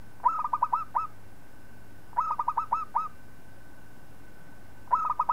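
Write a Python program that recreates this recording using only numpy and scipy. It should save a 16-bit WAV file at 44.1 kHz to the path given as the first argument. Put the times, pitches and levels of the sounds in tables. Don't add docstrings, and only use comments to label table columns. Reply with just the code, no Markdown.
import sys
import numpy as np
from scipy import signal
from scipy.fft import rfft, irfft
from scipy.io import wavfile

SR = 44100
rng = np.random.default_rng(int(sys.argv[2]) if len(sys.argv) > 2 else 0)


def to_wav(s):
    ch = np.atleast_2d(s).T
    pcm = np.round(np.clip(ch, -1, 1) * 32767)
    wavfile.write(sys.argv[1], SR, pcm.astype(np.int16))


def field_ratio(decibels):
    return 10 ** (np.asarray(decibels, dtype=float) / 20)


N = 234682

# start t/s, upward glide t/s, length t/s, top pitch f/Hz, attack effort level/dB
OPENING_NOTES = [
    (0.2368, 0.05, 0.15, 1357, -12.5),
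    (2.167, 0.04, 0.14, 1333, -13),
    (4.9118, .0401, .1352, 1340, -12),
]
STACCATO_NOTES = [
    (0.388, 0.0082, 0.039, 1258, -16),
    (0.4412, 0.01, 0.0363, 1220, -15),
    (0.529, 0.014, 0.0445, 1240, -12),
    (0.6199, 0.02, .0538, 1279, -10.5),
    (2.3034, 0.012, 0.047, 1256, -14),
    (2.3905, 0.012, 0.039, 1225.0, -14),
    (2.4763, .017, .0498, 1270, -12.5),
    (5.0458, 0.0085, 0.045, 1280, -15.5),
    (5.0957, 0.0072, 0.037, 1233, -14),
    (5.1924, 0.013, .0454, 1265, -11),
]
HELD_NOTES = [
    (0.7239, 0.022, 0.11, 1331, -12.5),
    (0.9491, 0.03, 0.11, 1310, -13),
    (2.5708, 0.018, 0.075, 1322, -13),
    (2.718, 0.021, 0.12, 1320, -12.5),
    (2.9486, .030, 0.1234, 1291, -13.5),
    (5.288, 0.015, 0.049, 1308, -10.5),
]
# t/s after glide, depth f/Hz, effort change level/dB
TRILL_DIPS = [
    (.030, 75.0, -4.0),
    (.062, 102.0, -4.0),
    (.093, 65.0, -4.0),
]

# start f/Hz, bend f/Hz, bend share of glide, knee f/Hz, scoop below start f/Hz
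GLIDE_LAWS = [(931, 1050, .83, 1257, 400), (660, 973, .38, 1169, 7.9), (621.7, 990, .54, 1205, 13)]
# top share of arch, end f/Hz, fade level/dB, release t/s
ARCH_LAWS = [(.26, 1271, -1.9, 0.0022), (0.12, 1070, -7, 0.0047), (0.46, 1140, -5.5, 0.0048)]
# onset level/dB, share of glide to full effort, settling t/s, greatest accent level/dB over held
ATTACK_LAWS = [(-14, 0.56, .0029, 3), (-7.1, 0.36, 0.0091, 11.0), (-22, 0.21, 0.0048, 4)]
SECOND_DB = (-2, 7.5, 4.5)
GLIDE_SECOND_DB = (11, -1.0, 3.5)
FIFTH_DB = (4.5, 0.0, -1.5)
# t/s from start, peak level/dB
TICKS_BY_KIND = [
    [(-.0365, -42), (-.004, -37), (.002, -33.5)],
    [(-.007, -44), (.001, -39.5)],
    [(-.006, -39), (.0005, -34.5)],
]

# f/Hz, width f/Hz, level/dB
THROAT_MODES = [(967.4, 60.6, 1), (1225, 121, -9.5)]
# multiple of pitch, level/dB, hardly following effort
OVERTONES = [(2, -35), (3, -46), (4, -43), (5, -45), (6, -54)]
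# f/Hz, level/dB
BEAK = [(1500, 4), (1950, 1), (2380, -13), (2680, 4), (3300, -8), (3750, 0), (4500, -8), (5250, 1),
        (5900, -6), (6500, 1), (7300, -8), (8000, -2)]
# from t/s, to t/s, throat shift f/Hz, overtone level/dB
POSTURES = [
    (0, 1.6, -5.5, -0.5),
    (1.6, 4, -20, 1.5),
    (4, 6, 3, 1.5),
]
# delay t/s, level/dB
ECHOES = [(.012, -26.5), (.021, -36), (.033, -26.5), (.041, -22.5), (.058, -30.5), (.074, -27.5)]
# f/Hz, rms level/dB
MOTOR_LINES = [(48.4, -66.5), (100, -59.5), (194, -80), (290, -67.5), (387, -76), (548, -76.5), (821, -77),
               (1110, -84), (1499, -69.5), (1523, -67.5), (1582, -73.5), (1785, -98), (1976, -98.5),
               (2163, -84), (2351, -81.5), (2748, -83.5), (2841, -85.5), (5100, -87.5), (5249, -107.5)]
# f/Hz, width f/Hz, rms level/dB
WHINE = [(1512.5, 130, -68.5), (2670, 350, -80.5), (5240, 430, -84.5), (10070, 740, -82)]
# f/Hz, level/dB per Hz
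TOWN_SPECTRUM = [(12, -5), (30, 2.5), (50, 3), (80, -1.5), (200, 0), (310, -4), (420, -8.5), (900, -9.5),
                 (1300, -16), (1800, -17), (2500, -24), (3200, -26.5), (6500, -29.5), (15000, -29)]

KINDS = (OPENING_NOTES, STACCATO_NOTES, HELD_NOTES)
ACCENT_DB_PER_S, ACCENT_FROM_S = 901, 0.0078
TICK_SPREAD_DB = 1.5
TOWN_DB = -53.5
TOP_CUT_HZ, LAST_FADE_S, OFFSET = 15720, .0015, -.0119


def dove():
    tone, rasp, airflow, overtones = syrinx(flutter_hz=6.0, shimmer_db=.45, rasp_db=-11.5, patchy_db=2.5)
    ticks = throat_ticks()
    drive = tone + rasp + ticks + field_ratio(-27.0) * airflow
    t = np.arange(N) / SR
    throat = np.zeros(N)
    for start_s, end_s, shift_hz, open_db in POSTURES:
        inside = (t >= start_s) & (t < end_s)
        overtones = overtones * np.where(inside, field_ratio(open_db), 1)
        for hz, width_hz, db in THROAT_MODES:
            throat += field_ratio(db) * resonance(drive * inside, hz + shift_hz, width_hz)
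    puff = resonance(resonance(rasp + field_ratio(-8.5) * tone, 667, 300), 610, 300)
    breath = resonance(airflow, 1850, 500)
    rough = resonance(resonance(rasp, 1400, 600), 1400, 600)
    knock = resonance(resonance(ticks, 860, 280), 860, 280)
    hiss = field_ratio(-43.0) * breath + field_ratio(-20.0) * rough
    return field_ratio(0.6) * throat + field_ratio(-5.5) * puff + hiss + field_ratio(-9.0) * knock + overtones


def syrinx(flutter_hz, shimmer_db, rasp_db, patchy_db):
    tone, rasp, airflow, overtones = np.zeros((4, N))
    flutter = flutter_hz * drift(90)
    shimmer = shimmer_db * drift(70)
    air = rms_one(dull(rng.standard_normal(N), 1800))
    patches = [patchy_db * drift(25) for _ in OVERTONES]
    for rows, second_db, lift_db, fifth_db, *laws in zip(
            KINDS, SECOND_DB, GLIDE_SECOND_DB, FIFTH_DB, GLIDE_LAWS, ARCH_LAWS, ATTACK_LAWS):
        for row in rows:
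            start_s, glide_s, length_s, top_hz, _ = row
            span = slice(int(start_s * SR), min(int((start_s + length_s) * SR), N))
            t = np.arange(N)[span] / SR
            hz, effort_db, gate, held_db = note(row, *laws, t)
            phase = 2 * np.pi * np.cumsum(hz + flutter[span]) / SR
            tone[span] += gate * field_ratio(effort_db + shimmer[span]) * np.sin(phase)
            airflow[span] += gate * field_ratio(held_db) * air[span]

            unsteady = np.exp(-(t - start_s) / (.55 * glide_s)) * np.clip((t - start_s) / .004, 0, 1)
            rasp[span] += gate * field_ratio(held_db + rasp_db) * unsteady * air[span]

            below_top = hz / top_hz - 1
            common_db = -23.0 + 0.11 * (effort_db - held_db) + 35.0 * np.clip(below_top, -.1, 0)
            for (k, db), patch in zip(OVERTONES, patches):
                level_db = common_db + held_db * 0 + db + on_log(BEAK, k * hz) + patch[span]
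                level_db = level_db + 30.0 * (k - 2) * below_top
                if k == 2:
                    level_db = level_db + second_db + lift_db * (t < start_s + .8 * glide_s)
                if k == 5:
                    level_db = level_db + fifth_db
                overtones[span] += gate * field_ratio(level_db) * np.sin(k * phase)
    return tone, rasp, airflow, overtones


def note(row, glide_law, arch_law, attack_law, t):
    start_s, glide_s, length_s, top_hz, attack_db = row
    start_hz, bend_hz, bend, knee_hz, scoop_hz = glide_law
    crest, end_hz, fade_db, release_s = arch_law
    onset_db, swell, settle_s, accent_db = attack_law
    knee_s, end_s = start_s + glide_s, start_s + length_s
    held_db = attack_db - np.clip(ACCENT_DB_PER_S * (glide_s - ACCENT_FROM_S), 0, accent_db)

    glide = np.interp(t, [start_s, start_s + bend * glide_s, knee_s], [start_hz, bend_hz, knee_hz])
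    glide = glide - scoop_hz * np.exp(-(t - start_s) / (0.19 * glide_s))
    u = np.clip((t - knee_s) / (end_s - knee_s), 0, 1)
    climb = (top_hz - knee_hz) * np.clip(1 - u / crest, 0, 1) ** 2
    fall = (top_hz - end_hz) * np.clip((u - crest) / (1 - crest), 0, 1) ** 2.4
    hz = np.where(t < knee_s, glide, top_hz - climb - fall)

    effort_db = np.interp(t, [start_s, start_s + swell * glide_s, knee_s, knee_s + settle_s, end_s],
                          [attack_db + onset_db, attack_db, attack_db, held_db, held_db + fade_db])
    for opening in OPENING_NOTES:
        for after_s, depth_hz, change_db in TRILL_DIPS:
            dip = np.exp(-.5 * ((t - opening[0] - opening[1] - after_s) / .0063) ** 2)
            hz = hz - depth_hz * dip
            effort_db = effort_db + change_db * dip
    gate = np.clip((t - start_s) / .002, 0, 1) * np.clip((end_s - t) / release_s, 0, 1)
    return hz, effort_db, gate, held_db


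def throat_ticks():
    ticks = np.zeros(N)
    for rows, run in zip(KINDS, TICKS_BY_KIND):
        for row in rows:
            for lead_s, db in run:
                peak_db = db + 41.5 + TICK_SPREAD_DB * rng.standard_normal()
                ticks[int((row[0] + lead_s) * SR)] = field_ratio(peak_db)
    return dull(ticks, 1150)


def roofs(x):
    out = np.zeros(N)
    for k, (delay_s, db) in enumerate(ECHOES):
        lag = int(delay_s * SR)
        out[lag:] += (-1) ** k * field_ratio(db - 1.5) * x[:N - lag]
    return resonance(out, 1228, 460)


def motor(waver_db, wander):
    speed = np.cumsum(1 + wander * drift(1.74)) / SR
    out = np.zeros(N)
    for hz, db in MOTOR_LINES:
        level = field_ratio(db + waver_db * drift(1.9)) * np.sqrt(2)
        out += level * np.sin(2 * np.pi * (hz * speed + rng.random()))
    air = rng.standard_normal(N)
    for hz, width_hz, db in WHINE:
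        out += field_ratio(db) * rms_one(resonance(resonance(air, hz, width_hz), hz, width_hz))
    return out


def town(swell_db):
    hz = np.fft.rfftfreq(N, 1 / SR) + 1
    colour = field_ratio(on_log(TOWN_SPECTRUM, hz)) * rfft(rng.standard_normal(N))
    low = 1 / (1 + (hz / 2500) ** 2)
    rumble = field_ratio(swell_db * drift(0.15)) * irfft(colour * low, N)
    hiss = irfft(colour * (1 - low), N)
    return field_ratio(TOWN_DB) * rms_one(rumble + hiss)


def rms_one(x):
    return x / np.sqrt(np.mean(x ** 2) + 1e-20)


def drift(rate_hz):
    r = np.exp(-2 * np.pi * rate_hz / SR)
    slow = signal.lfilter([1], [1, -2 * r, r * r], rng.standard_normal(N + SR))
    return rms_one(slow[SR:])


def resonance(x, hz, width_hz):
    r = np.exp(-np.pi * width_hz / SR)
    zeros = [(1 - r * r) / 2, 0, (r * r - 1) / 2]
    poles = [1, -2 * r * np.cos(2 * np.pi * hz / SR), r * r]
    return signal.lfilter(zeros, poles, x + 1e-18)


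def dull(x, hz):
    return signal.sosfilt(signal.butter(6, hz, fs=SR, output="sos"), x + 1e-18)


def on_log(points, hz):
    table_hz, table_db = np.transpose(points)
    return np.interp(np.log(hz), np.log(table_hz), table_db)


def scene():
    bird = dove()
    return (bird + roofs(bird) + motor(waver_db=2.5, wander=0.001455) + town(swell_db=.45))[None]


def top_cut(x):
    return signal.sosfilt(signal.butter(12, 16650, fs=SR, output="sos"), x)


def record(dry):
    cut = signal.sosfilt(signal.ellip(14, .3, 60, TOP_CUT_HZ, fs=SR, output="sos"), dry)
    left_s = (N - np.arange(N)) / SR
    stop = np.sin(np.pi / 2 * np.clip(left_s / LAST_FADE_S, 0, 1)) ** 2
    return top_cut((cut + OFFSET) * stop)


dry = scene()
out = record(dry)
to_wav(out)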